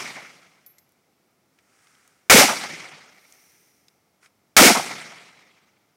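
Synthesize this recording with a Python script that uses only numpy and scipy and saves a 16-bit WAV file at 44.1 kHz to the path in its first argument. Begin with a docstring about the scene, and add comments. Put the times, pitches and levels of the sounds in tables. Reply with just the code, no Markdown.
"""A rifle shot is already dying away on a dirt range ringed by bushes. A spent case tinkles on the
ground at 0.7 s. At 2.3 s and 4.6 s the rifle fires again: each blast and its scatter from ground and
foliage overload a small microphone, then echoes roll back from the tree line. Between the shots come
cloth rubs and small clicks from bouncing cases and handling; a second case lands at 3.3 s.
Near 5.3 s a thin far whistle arches over the last echoes."""
import sys
import numpy as np
from scipy import signal
from scipy.fft import rfft, irfft
from scipy.io import wavfile

SR = 44100
rng = np.random.default_rng(int(sys.argv[2]) if len(sys.argv) > 2 else 0)


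def unload_audio(sound):
    """Save the sound as a 16-bit wav file, at the path given as the first command line argument."""
    columns = np.transpose(np.atleast_2d(sound))
    # keep every value between -1 and 1, then stretch to whole-number steps
    steps = np.round(np.clip(columns, -1, 1) * 32767)
    wavfile.write(sys.argv[1], SR, steps.astype(np.int16))


N = 262836
TIME = np.arange(N) / SR
CUTOFF_HZ = 16000

# rifle shots: (time [s], strength [dB], extra echo boom [dB], tail length [factor])
SHOTS = [(-.378, 6.0, 0.0, .82), (2.298, 0.0, -1.5, 1.02), (4.566, 0.0, 2.0, .98)]
# muzzle blast: (frequency [Hz], relative density [dB])
BLAST_SPECTRUM = [(40, -40.5), (150, -11.5), (450, -5), (800, -0.5), (1600, -1.5), (2300, -0.5), (3300, -7),
                  (6000, -8), (10000, -10.5), (16000, -26)]
# scatter from leaves: (frequency [Hz], relative density [dB])
FOLIAGE_SPECTRUM = [(40, -46.5), (150, -8.5), (400, -2.5), (1000, -7), (2200, -0.5), (3300, -2.5),
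                    (5800, -3.5), (9000, -4.5), (12000, -9.5), (16000, -22)]
# returns from banks and tree clumps: (delay [s], centre [Hz])
ECHOES = [(.030, 420), (.042, 215), (.058, 400), (.069, 2000), (.081, 480), (.088, 205.4), (.101, 2000),
          (.111, 639.2), (.134, 230), (.132, 700), (.183, 780), (.191, 1260), (.196, 205), (.203, 704),
          (.226, 704), (.337, 735), (0.346, 1630), (.427, 2080), (.532, 1780), (.544, 780), (0.621, 1860)]
# roll through distant trees: (frequency [Hz], relative density [dB])
TAIL_SPECTRUM = [(30, -50.5), (70, -25.5), (150, -0.5), (400, -5), (800, -6.5), (1400, -7.5), (2200, -4.5),
                 (3200, -6), (6000, -9.5), (9000, -12), (12000, -27.5), (16000, -34)]
# decay of that roll: (frequency [Hz], base t60 [s])
TAIL_T60 = [(250, 1.51), (2000, 1.492), (5000, 1.324), (9000, 1.2), (16000, 1.1)]
# case landing and bouncing: (time [s], impact level [dB], ring level [dB])
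CASE_IMPACTS = [(.663, -55, -44.5), (.783, -51, -58)]
# brass case modes, the lower two beating: (frequency [Hz], relative level [dB], t60 [s])
BRASS_MODES = [(11635, -2, .25), (11655, -9, .25), (15100, -4, .17)]
# dry clicks and ticks of cases landing and bouncing, and of handling: (time [s], level [dB], centre [Hz])
CLICKS = [(.892, -52, 13500), (.921, -52, 13500), (1.588, -58, 2200), (1.87, -55, 2800), (1.95, -56, 2800),
          (2.077, -47, 7500), (3.324, -42, 7000), (3.883, -49, 4200), (4.229, -57, 1700),
          (4.259, -50, 2200)]
# cloth rubs as an arm shifts: (peak time [s], level [dB], rise [s], fade [s])
CLOTH_RUBS = [(1.91, -65.5, .19, .25), (4.250, -61, 0.022, 0.018)]
# sleeve friction: (frequency [Hz], relative density [dB])
SLEEVE_SPECTRUM = [(300, -32.5), (900, -6.5), (1500, 0.5), (2300, -4.5), (4000, -9), (9000, -5),
                   (12000, -16), (16000, -22)]
# higher, hissing rub: (frequency [Hz], relative density [dB])
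HISS_SPECTRUM = [(1000, -20), (2100, -4), (3200, -10), (4800, -9), (5900, 0), (7000, -9), (8000, -9),
                 (9000, -2), (11000, -8), (13300, -4), (16000, -11)]
# open air: (frequency [Hz], relative density [dB])
AIR_SPECTRUM = [(25, -28), (55, -15.5), (85, -2.5), (160, 0), (400, -3.5), (650, -9), (1500, -17),
                (3000, -19), (6000, -21.5), (16000, -23)]
# microphone port resonances: (centre [Hz], width [Hz], boost [dB])
PORT_RESONANCES = [(754, 200, 4.5), (1303.5, 240, 6), (2156, 350, 7), (5530, 1300, 5)]


def muzzle_blast(blast_db=8.5, blast_t60_s=.15, crack_db=4.0, crack_hz=5500):
    """A sharp crack, then the blast and its bounce off the dirt as one decaying noise."""
    crack = sum(from_db(db + crack_db) * burst(s, crack_hz, width=1.2, t60_s=.054) for s, db, *_ in SHOTS)
    envelope = after_shots(lambda age_s: decay(age_s, blast_t60_s))
    return crack + from_db(blast_db) * coloured(BLAST_SPECTRUM) * envelope


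def foliage(level_db=-5.5, near_s=.1, loss_db=22.5):
    """Leaves and twigs throw the crack back as a bright, grainy wash."""
    wash = after_shots(lambda age_s: (age_s >= 0) * from_db(level_db + path_db(age_s, near_s, loss_db)))
    return wash * coloured(FOLIAGE_SPECTRUM) * flutter(rate_hz=500, depth_db=1.0)


def echoes(level_db=3.0, tilt_db_per_octave=-1.47, blur_per_s=2.6, boom_below_hz=450):
    """Banks and trees return the blast, favouring the bass; far echoes are weaker, softer and longer."""
    returns = 0
    for delay_s, hz in ECHOES:
        tilt_db = tilt_db_per_octave * np.log2(hz / boom_below_hz)
        echo_db = level_db + path_db(delay_s, near_s=.078, loss_db=14) + tilt_db
        blur = np.hypot(1, blur_per_s * delay_s)
        rise_s = .002 + .017 * delay_s
        for shot_s, shot_db, boom_db, _ in SHOTS:
            gain = from_db(echo_db + shot_db + boom_db * (hz < boom_below_hz)) / np.sqrt(blur)
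            returns += gain * burst(shot_s + delay_s, hz, width=.7, t60_s=.062 * blur, rise_s=rise_s)
    return filtered(returns, 160, "high", order=4)


def far_tail(level_db=-24.0):
    """The report rolls unevenly through distant trees; the treble dies first."""
    spectrum = rfft(coloured(TAIL_SPECTRUM))
    hz = np.arange(len(spectrum)) * SR / N
    band_hz = 2 ** (np.round(2 * np.log2(np.clip(hz, 250, CUTOFF_HZ))) / 2)   # half octaves
    roll = 0
    for centre_hz in np.unique(band_hz):
        band = irfft(spectrum * (band_hz == centre_hz), N) * flutter(rate_hz=49, depth_db=2.5)
        t60_s = at_hz(TAIL_T60, centre_hz)
        roll += band * sum(from_db(db) * decay(TIME - s, length * t60_s) for s, db, _, length in SHOTS)
    return from_db(level_db) * roll * flutter(rate_hz=130, depth_db=2.2)


def spent_case(tick_hz=6000, knock_hz=2050, knock_db=-11):
    """A brass case ticks and knocks on the ground and rings as it springs clear."""
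    tinkle = 0
    for start_s, impact_db, ring_db in CASE_IMPACTS:
        age_s = TIME - start_s
        ring = sum(from_db(db) * decay(age_s, t60_s) * np.sin(2 * np.pi * hz * age_s)
                   for hz, db, t60_s in BRASS_MODES)
        tick = burst(start_s, tick_hz, width=1.0, t60_s=.035)
        knock = from_db(knock_db) * burst(start_s, knock_hz, width=.2, t60_s=.05)
        tinkle += from_db(impact_db) * (tick + knock) + from_db(ring_db) * ring
    return tinkle


def small_clicks(t60_cycles=80):
    """Small dry clicks and ticks: spent cases landing and bouncing, and handling."""
    return sum(from_db(db) * burst(s, hz, width=.63, t60_s=t60_cycles / hz, order=1)
               for s, db, hz in CLICKS)


def rubs():
    """Faint cloth rubs and one higher, hissing rub as the grip shifts."""
    cloth = sum(swell(*rub) for rub in CLOTH_RUBS) * coloured(SLEEVE_SPECTRUM)
    hiss = swell(peak_s=3.37, level_db=-61.5, rise_s=.16, fade_s=.30) * coloured(HISS_SPECTRUM)
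    return (cloth + hiss) * flutter(rate_hz=270, depth_db=1.0)


def whistle(top_s=5.28, top_hz=4080, turn_s=.1, rise_hz_per_s=9800, fall_hz_per_s=4550):
    """A faint tone climbs, turns over and sinks more slowly as it fades."""
    from_top_s = TIME - top_s
    slope_hz_per_s = np.where(from_top_s < 0, rise_hz_per_s, fall_hz_per_s)
    arch_hz = top_hz - slope_hz_per_s * (np.hypot(from_top_s, turn_s) - turn_s)
    pitch_hz = np.maximum(arch_hz, 0) * flutter(rate_hz=300, depth_db=.1)
    envelope = swell(peak_s=5.29, level_db=-66, rise_s=.13, fade_s=.14)
    return envelope * flutter(rate_hz=30, depth_db=3.0) * np.sin(2 * np.pi * np.cumsum(pitch_hz) / SR)


def open_air(level_db=-68.6):
    """Quiet, steady noise, mostly low."""
    return from_db(level_db) * coloured(AIR_SPECTRUM)


def after_shots(envelope):
    """Sum of one envelope of age per shot, scaled by its strength."""
    return sum(from_db(db) * envelope(TIME - s) for s, db, *_ in SHOTS)


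def path_db(delay_s, near_s, loss_db):
    """Reflection level: full out to near_s, then loss_db less per doubling of delay."""
    return -loss_db * np.log2(np.maximum(delay_s / near_s, 1))


def burst(start_s, centre_hz, width, t60_s, rise_s=.00022, order=2):
    """Decaying band noise; width is roughly a fraction of the centre frequency."""
    size = SR // 4
    edges_hz = np.clip([centre_hz / (1 + width / 2), centre_hz * (1 + width / 2)], 20, .45 * SR)
    envelope = decay(TIME[:size], t60_s) * (1 - np.exp(-TIME[:size] / rise_s))
    pulse = unit_rms(filtered(rng.standard_normal(size), edges_hz, "band", order)) * envelope
    index = round(start_s * SR) + np.arange(size)
    heard = (index >= 0) & (index < N)
    track = np.zeros(N)
    track[index[heard]] = pulse[heard]
    return track


def coloured(spectrum):
    """Steady noise of a given spectrum, rms 1."""
    hz = np.arange(N // 2 + 1) * SR / N
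    return unit_rms(irfft(rfft(rng.standard_normal(N)) * from_db(at_hz(spectrum, hz)), N))


def decay(age_s, t60_s):
    """Silence, then exponential decay from age zero."""
    return (age_s >= 0) * from_db(-60 * np.clip(age_s / t60_s, 0, 10))


def swell(peak_s, level_db, rise_s, fade_s):
    """Bell-shaped gain, separate widths before and after the peak."""
    age_s = TIME - peak_s
    width_s = np.where(age_s < 0, rise_s, fade_s)
    return from_db(level_db) * np.exp(-.5 * np.minimum((age_s / width_s) ** 2, 20))


def flutter(rate_hz, depth_db):
    """Randomly wandering gain."""
    return from_db(depth_db * np.interp(TIME * rate_hz, np.arange(N), rng.standard_normal(N)))


def filtered(x, hz, kind, order):
    """Butterworth filter."""
    return signal.sosfilt(signal.butter(order, hz, kind, fs=SR, output="sos"), x + 1e-18)


def at_hz(table, hz):
    """Table lookup on a log-frequency axis."""
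    known_hz, values = np.transpose(table)
    return np.interp(np.log(np.maximum(hz, 1)), np.log(known_hz), values)


def unit_rms(x):
    """Scale to rms 1."""
    return x / np.sqrt(np.mean(x ** 2) + 1e-20)


def from_db(db):
    """Decibels to gain."""
    return 10 ** (np.asarray(db) / 20)


def scene():
    """Shots, echoes and small sounds over open air, mono."""
    shots = muzzle_blast() + foliage() + echoes() + far_tail()
    return (shots + open_air() + whistle() + spent_case() + small_clicks() + rubs())[None]


def record(dry, ceiling=.49, knee=5, bass_hz=110, bass_db=-5.5):
    """Small microphone: the port rings, the input clips, the bass is shelved down, the top is cut."""
    for hz, width_hz, boost_db in PORT_RESONANCES:
        resonance = signal.lfilter(*signal.iirpeak(hz, hz / width_hz, fs=SR), dry)
        dry = dry + (from_db(boost_db) - 1) * resonance
    clipped = dry / (1 + np.abs(dry / ceiling) ** knee) ** (1 / knee)
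    thinned = clipped + (from_db(bass_db) - 1) * filtered(clipped, bass_hz, "low", order=1)
    lowpass = signal.firwin(161, CUTOFF_HZ, fs=SR, window="blackman")
    return signal.fftconvolve(thinned, lowpass[None], "same")


dry = scene()
out = record(dry)
unload_audio(out)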